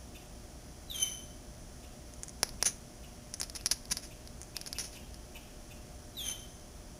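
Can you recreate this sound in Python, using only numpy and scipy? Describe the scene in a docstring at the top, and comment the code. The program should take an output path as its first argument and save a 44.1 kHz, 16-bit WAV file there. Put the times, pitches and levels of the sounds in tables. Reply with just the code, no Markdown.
"""At a window a cat chatters at a bird: wet clicks of lips and tongue and short crackling smacks, close by.
Each click is an impulse into mouth resonances; each smack is a swelling crackle of tiny bursts.
Outside the bird gives two falling, slightly hoarse whistles: gliding sines, octave and rasp, blurred by echoes.
Small birds chirp far off as short rough slides; the room adds rumble, hiss and a faint mains hum.
Coarse 16 kHz sampling mirrors a weaker copy of the treble upward."""
import sys
import numpy as np
from scipy import signal
from scipy.fft import rfft, irfft, next_fast_len
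from scipy.io import wavfile

SR = 44100
rng = np.random.default_rng(int(sys.argv[2]) if len(sys.argv) > 2 else 0)


def pcm_store(signal):
    """Save signal as 16-bit PCM."""
    levels = np.round(np.clip(np.atleast_2d(signal), -1, 1) * 32767)
    wavfile.write(sys.argv[1], SR, levels.astype(np.int16).T)


N = 308259
TIME = np.arange(N) / SR
SAMPLING_HZ = 16000  # the coarse sampling; half of it limits the direct sound


def gain_of(db):
    """Decibels to amplitude."""
    return 10 ** (np.asarray(db) / 20)


def evened(x):
    """Scales to rms 1."""
    return x / np.sqrt(np.mean(x ** 2) + 1e-20)


def read(points, hz):
    """A spectrum joined by straight lines over log frequency."""
    f, value = np.transpose(points)
    return np.interp(np.log(hz + 1), np.log(f + 1), value)


def colour(x, points):
    """Filters by a spectrum and cuts everything above half the sampling rate."""
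    hz = np.fft.rfftfreq(len(x), 1 / SR)
    in_band = hz < SAMPLING_HZ / 2
    return irfft(rfft(x) * gain_of(read(points, hz)) * in_band, len(x))


def noise(points):
    """Coloured noise of rms 1."""
    white = rng.standard_normal(next_fast_len(N))
    return evened(colour(white, points)[:N])


def wander(rate_hz):
    """Random fluctuation of rms 1, smooth above rate_hz."""
    size = next_fast_len(N)
    hz = np.fft.rfftfreq(size, 1 / SR)
    white = rng.standard_normal(size)
    return evened(irfft(rfft(white) * np.exp(-(hz / rate_hz) ** 2), size)[:N])


def add(mix, s, sound):
    """Mixes a sound in at time s."""
    part = mix[max(round(s * SR), 0):][:len(sound)]
    part += sound[:len(part)]


def echoes(x, t60, build_up_s, size):
    """A cloud of reflections of energy 1 that builds up, then dies by 60 dB per t60 seconds."""
    t = np.arange(size) / SR
    taps = rng.standard_normal(size) * gain_of(-60 * t / t60) * (1 - np.exp(-(t / build_up_s) ** 2))
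    return signal.fftconvolve(x, taps / np.linalg.norm(taps))[:N]


def room_tone(floor_db=-50, waver_db=0.5):
    """Low rumble and hiss under a slightly wavering mains hum of steady partials."""
    # spectrum of room tone and microphone hiss: f/Hz, relative level per Hz/dB
    floor = [(12, -38), (20, -2), (65, -2.5), (92, -8.5), (125, -9), (357, -15), (471, -22.5), (508, -22.5),
             (605, -17), (926, -25.5), (2930, -32.5), (3240, -29.5), (3770, -34.5), (5920, -24.5),
             (8000, -34.5), (10400, -68), (17600, -120)]
    # partials of the mains hum: f/Hz, rms level/dB
    partials = [(59.7, -60.5), (120, -67.5), (240, -64.5), (360, -71), (480, -72), (599.5, -67),
                (720, -69.5)]
    drift = 0.28 * wander(2.7)  # rad, shared by all partials
    hum = np.zeros(N)
    for hz, db in partials:
        level = gain_of(db + waver_db * wander(6.6))
        hum += level * np.sin(2 * np.pi * (hz * TIME + rng.random()) + drift)
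    return gain_of(floor_db) * noise(floor) + np.sqrt(2) * hum


def far_birds(chirp_hz=2990, length=0.0366, fall=.16, trim_db=1, octave_db=-13,
              harsh=.22, rattle_db=-9, hedge_db=-1, garden_db=-6):
    """Short harsh chirps slide down in pitch, heard only through the smear of the hedge and the walls."""
    # distant chirps: t/s, level before trim, throat and echoes/dB
    chirps = [(0.142, -50), (1.823, -54), (2.595, -50.5), (3.026, -53.5), (3.574, -55), (4.1, -53),
              (4.544, -46.5), (4.741, -47.5), (4.944, -47.5), (5.344, -45.5), (5.698, -52)]
    # throat of the small birds: f/Hz, gain/dB
    throat = [(500, -25), (850, 4.5), (1300, -8), (2100, -5), (2550, 5.5), (2950, 3), (3500, -0.5),
              (4100, -7), (5500, -1), (7000, 6)]
    out = np.zeros(N)
    rough = 1 + harsh * wander(1200)  # fast pitch jitter
    rattle = gain_of(rattle_db) * wander(2200)
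    for s, db in chirps:
        u = np.clip((TIME - s) / length, 0, 1)  # progress through the chirp
        pitch = chirp_hz * (1 + fall * (.5 - u)) * rough
        phase = 2 * np.pi * np.cumsum(pitch) / SR
        voice = np.sin(phase) + gain_of(octave_db) * np.sin(2 * phase) + rattle
        out += gain_of(db + trim_db) * np.sin(np.pi * u) * voice
    out = colour(out, throat)
    hedge = echoes(out, t60=0.03, build_up_s=0.00035, size=4096)
    garden = echoes(out, t60=0.7, build_up_s=0.013, size=32768)
    return gain_of(hedge_db) * hedge + gain_of(garden_db) * garden


def bird(waver=0.00535, flutter_db=3.5, buzz_hz=760, buzz=0.13, wall_db=-8, direct_db=-0.7, garden_db=-5.5):
    """A falling whistle whose octave takes over as it turns hoarse; walls blur it and the garden rings on."""
    # whistles: start t/s, length/s, level before the final mix/dB, pitch before drop and sag f/Hz, glide/s
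    whistles = [(0.898, 0.247, -44, 3176, .029), (6.167, 0.165, -43.5, 3205, .033)]
    # spectrum of the hoarse breath: f/Hz, relative level per Hz/dB
    hoarse_colour = [(500, -6), (900, -6), (1500, -5), (2350, -1.5), (2800, -3.5), (4000, -5.5), (5200, -7),
                     (6300, 4.5), (7000, -6.5), (8000, -10)]
    drop_hz, sag_hz_per_s = 792, 850  # the pitch swoops down from above, then sags
    lead_s, lead_db = 0.021, -19  # a faint note leads in
    attack_s, release_s = 0.0041, .012
    peak_s = 0.13  # the effort swells until this long after the start, then ebbs
    ebb_db_per_s, octave_ebb_db_per_s = 188, 111  # the second also for the hoarseness
    # level at the peak of effort, and how far it has grown
    octave_db, octave_swell_db = 3, 28
    hoarse_db, hoarse_swell_db = -4, 17.5
    undertone_db = -11  # a side tone below the whistle, relative to the hoarseness

    out = np.zeros(N)
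    rasp = noise(hoarse_colour) * gain_of(2.2 * wander(70))
    jitter = 1 + waver * wander(270)
    # a second, rough vibration sets weak side tones around the whistle
    buzzing = 2 * np.pi * np.cumsum(buzz_hz * (1 + 0.12 * wander(315))) / SR
    flutter = gain_of(flutter_db * wander(98)) * (1 + buzz * np.sin(buzzing))
    for start, length, db, base_hz, glide in whistles:
        t = TIME - start
        age = np.clip(t, 0, length)
        pitch = base_hz + drop_hz * np.exp(-(age / glide) ** 1.36) - sag_hz_per_s * age
        phase = 2 * np.pi * np.cumsum(pitch * jitter) / SR
        lead_in = gain_of(lead_db) * np.clip((t + lead_s) / attack_s, 0, 1) * (t < attack_s)
        onset = np.clip(t / attack_s, 0, 1) + lead_in
        release = np.clip((length - t) / release_s, 0, 1)
        gate = gain_of(db) * onset * release

        slack = np.maximum(1 - age / peak_s, 0) ** 1.73  # effort still missing
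        ebb = np.maximum(age - peak_s, 0)  # s since the peak
        first = gain_of(-ebb_db_per_s * ebb)
        octave = gain_of(octave_db - octave_swell_db * slack - octave_ebb_db_per_s * ebb)
        hoarse = gain_of(hoarse_db - hoarse_swell_db * slack - octave_ebb_db_per_s * ebb)
        undertone = hoarse * gain_of(undertone_db) * np.sin(phase - buzzing)
        tones = first * np.sin(phase) + octave * np.sin(2 * phase) + undertone
        out += gate * (np.sqrt(2) * flutter * tones + hoarse * rasp)
    walls = echoes(out, t60=0.12, build_up_s=0.0036, size=4096)
    garden = echoes(out, t60=0.69, build_up_s=0.009, size=44100)
    return gain_of(direct_db) * out + gain_of(wall_db) * walls + gain_of(garden_db) * garden


def clicks(mouth_width_hz=800, hollow_hz=1900, hollow_width_hz=800, pop_hz=750, pop_width_hz=550,
           trim_db=0.25, count=3):
    """Each parting of wet lips is one impulse into three broad resonances of the mouth; small ticks follow."""
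    # mouth clicks: t/s, level over 2 ms before trim/dB, mouth resonance f/Hz,
    # low pop relative level/dB, first after-tick relative level/dB
    click_table = [(2.1381, -47.5, 6470, -20, -20), (2.234, -34, 6600, -21, -14),
                   (2.2829, -42.5, 6550, -21, -20), (2.2942, -43, 6210, -29, -20),
                   (2.4315, -19.5, 5460, -7.5, -35), (2.492, -42, 4800, -22, -20),
                   (2.6265, -21, 5600, -9.5, -30), (2.6463, -38, 5760, -17, -20),
                   (3.3398, -33, 5860, -26, -5), (3.4004, -34, 6900, -19, -4),
                   (3.4143, -28, 5460, -14, -15), (3.4314, -34.5, 5250, -16, -6.5),
                   (3.4987, -38.5, 5200, -20, -15), (3.5513, -40, 5350, -16, 0),
                   (3.6109, -45, 4850, -11, -22), (3.6602, -23, 5500, -20.5, -17),
                   (3.669, -31, 5300, -31, -14), (3.7121, -32, 5270, -33, -20),
                   (3.714, -21.5, 5220, -24.5, -9.5), (3.8551, -44, 4960, -25, -20),
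                   (3.9029, -45, 5350, -17, -20), (3.9246, -25.5, 5590, -21, -16),
                   (3.9703, -31.5, 5130, -18, -7), (4.2749, -43, 5080, -26, -22),
                   (4.4159, -41, 6400, -16, -20), (4.4315, -44.5, 6500, -16, -20),
                   (4.567, -30, 5080, -21, -26), (4.6141, -36.5, 5370, -21, -16),
                   (4.6626, -39, 5150, -14, -9), (4.7291, -31.5, 5050, -25, -15),
                   (4.7852, -31, 5200, -14, -14), (5.144, -45, 5370, -21, -20)]
    after_gap_s, after_fade_db = .003, -7  # sticky lips tick again: mean gap, each tick weaker
    hollow_base_db, hollow_per_pop = -6, 0.37  # the hollow of the cheeks rings more in a deep pop
    out = np.zeros(N)
    hz = abs(np.fft.fftfreq(512, 1 / SR))
    span = .002 * SR  # samples over which the level counts
    gaps = after_gap_s * (.5 + rng.random((len(click_table), count)))
    delays = np.cumsum(gaps, axis=1)
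    for (s, db, mouth_hz, pop_db, after_db), later in zip(click_table, delays):
        hollow_db = hollow_base_db + hollow_per_pop * pop_db
        modes = [(mouth_hz, mouth_width_hz, 0),
                 (hollow_hz, hollow_width_hz, hollow_db),
                 (pop_hz, pop_width_hz, pop_db)]
        power = 0
        for f, width, mode_db in modes:
            resonance = evened(1 / (1 + ((hz - f) / width) ** 2))
            power = power + (gain_of(mode_db) * resonance) ** 2
        # minimum phase: a sharp front and a short ring
        spectrum = np.exp(signal.hilbert(.5 * np.log(power)).conj())
        pulse = gain_of(db + trim_db) * np.sqrt(span) * np.fft.ifft(spectrum).real
        add(out, s, pulse)
        for k, delay in enumerate(later):
            add(out, s + delay, gain_of(after_db + k * after_fade_db) * pulse)
    return out


def smacks(bursts_per_s=5200, spread_db=1.5, mouth_width_hz=360, mouth_db=5, size=16384):
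    """Films of saliva burst in a dense crackle that swells and dies, coloured by the mouth."""
    # wet smacks as the tongue peels away: t of the peak/s, level/dB, rise/s, decay/s, mouth resonance f/Hz
    smack_table = [(2.663, -24.5, .0071, 0.015, 6070), (3.436, -43.5, 0.0039, 0.01, 5170),
                   (3.564, -39, 0.0066, 0.0075, 5260), (3.663, -31, 0.0022, .0045, 5570),
                   (3.719, -28.5, 0.0043, 0.0086, 5500), (3.921, -28.5, .0088, 0.006, 5740),
                   (3.98, -48, 0.0046, .019, 5000), (4.04, -49, .016, 0.025, 5200),
                   (4.676, -41, .006, 0.0043, 5100), (4.799, -35.5, 0.0086, 0.02, 5600),
                   (4.845, -44, .008, 0.027, 5460), (4.933, -52.5, 0.012, 0.035, 4860)]
    # spectrum of the bursting films: f/Hz, relative level per Hz/dB
    film_colour = [(200, -5.5), (700, -13), (1800, -6.5), (2600, -5.5), (3400, -9.5), (4500, -6),
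                   (5500, -3.5), (6400, 0.5), (7200, -5), (8000, -20)]
    out = np.zeros(N)
    hz = np.fft.rfftfreq(size, 1 / SR)
    t = (np.arange(size) - size // 4) / SR  # 0 at the peak
    for s, db, rise, decay, mouth_hz in smack_table:
        strength = gain_of(spread_db * np.minimum(rng.exponential(1, size), 3))
        bursts = strength * rng.choice([-1, 1], size)
        bursts *= rng.random(size) < bursts_per_s / SR
        mouth = 1 + gain_of(mouth_db) / (1 + 1j * (hz - mouth_hz) / mouth_width_hz)
        crackle = evened(colour(irfft(rfft(bursts) * mouth), film_colour))
        swell = np.exp(-np.where(t < 0, (t / rise) ** 2, t / decay))
        add(out, s + t[0], gain_of(db) * swell * crackle)
    return out


def cat(sill_db=-10, room_db=-16):
    """The mouth, with quick reflections from pane and sill and a faint room tail."""
    mouth = clicks() + smacks()
    sill = echoes(mouth, t60=0.013, build_up_s=0.0024, size=2048)
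    room = echoes(mouth, t60=0.32, build_up_s=0.0018, size=16384)
    return mouth + gain_of(sill_db) * sill + gain_of(room_db) * room


def scene():
    """Room, birds and cat at one microphone."""
    return (room_tone() + far_birds() + bird() + cat())[None]


def record(dry, edge_hz=15700):
    """Coarse sampling folds a weaker copy of the sound above 8 kHz; then the band limit at edge_hz."""
    # strength of the mirror image by source frequency: f/Hz, gain/dB
    mirror = [(300, -38), (500, -30), (900, -14.5), (2000, -8), (2500, -6), (3000, -11.5), (4000, -9),
              (6000, -4), (7500, -0.5)]
    in_band = np.fft.rfftfreq(N, 1 / SR) < SAMPLING_HZ / 2
    heard = irfft(rfft(dry[0]) * in_band, N)
    # each f returns at 16 kHz - f; the copy at 16 kHz + f falls to the band limit
    image = 2 * np.cos(2 * np.pi * SAMPLING_HZ * TIME) * colour(heard, mirror)
    band_limit = signal.firwin(511, edge_hz, window=("kaiser", 9), fs=SR)
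    return signal.fftconvolve(heard + image, band_limit, "same")[None]


dry = scene()
out = record(dry)
pcm_store(out)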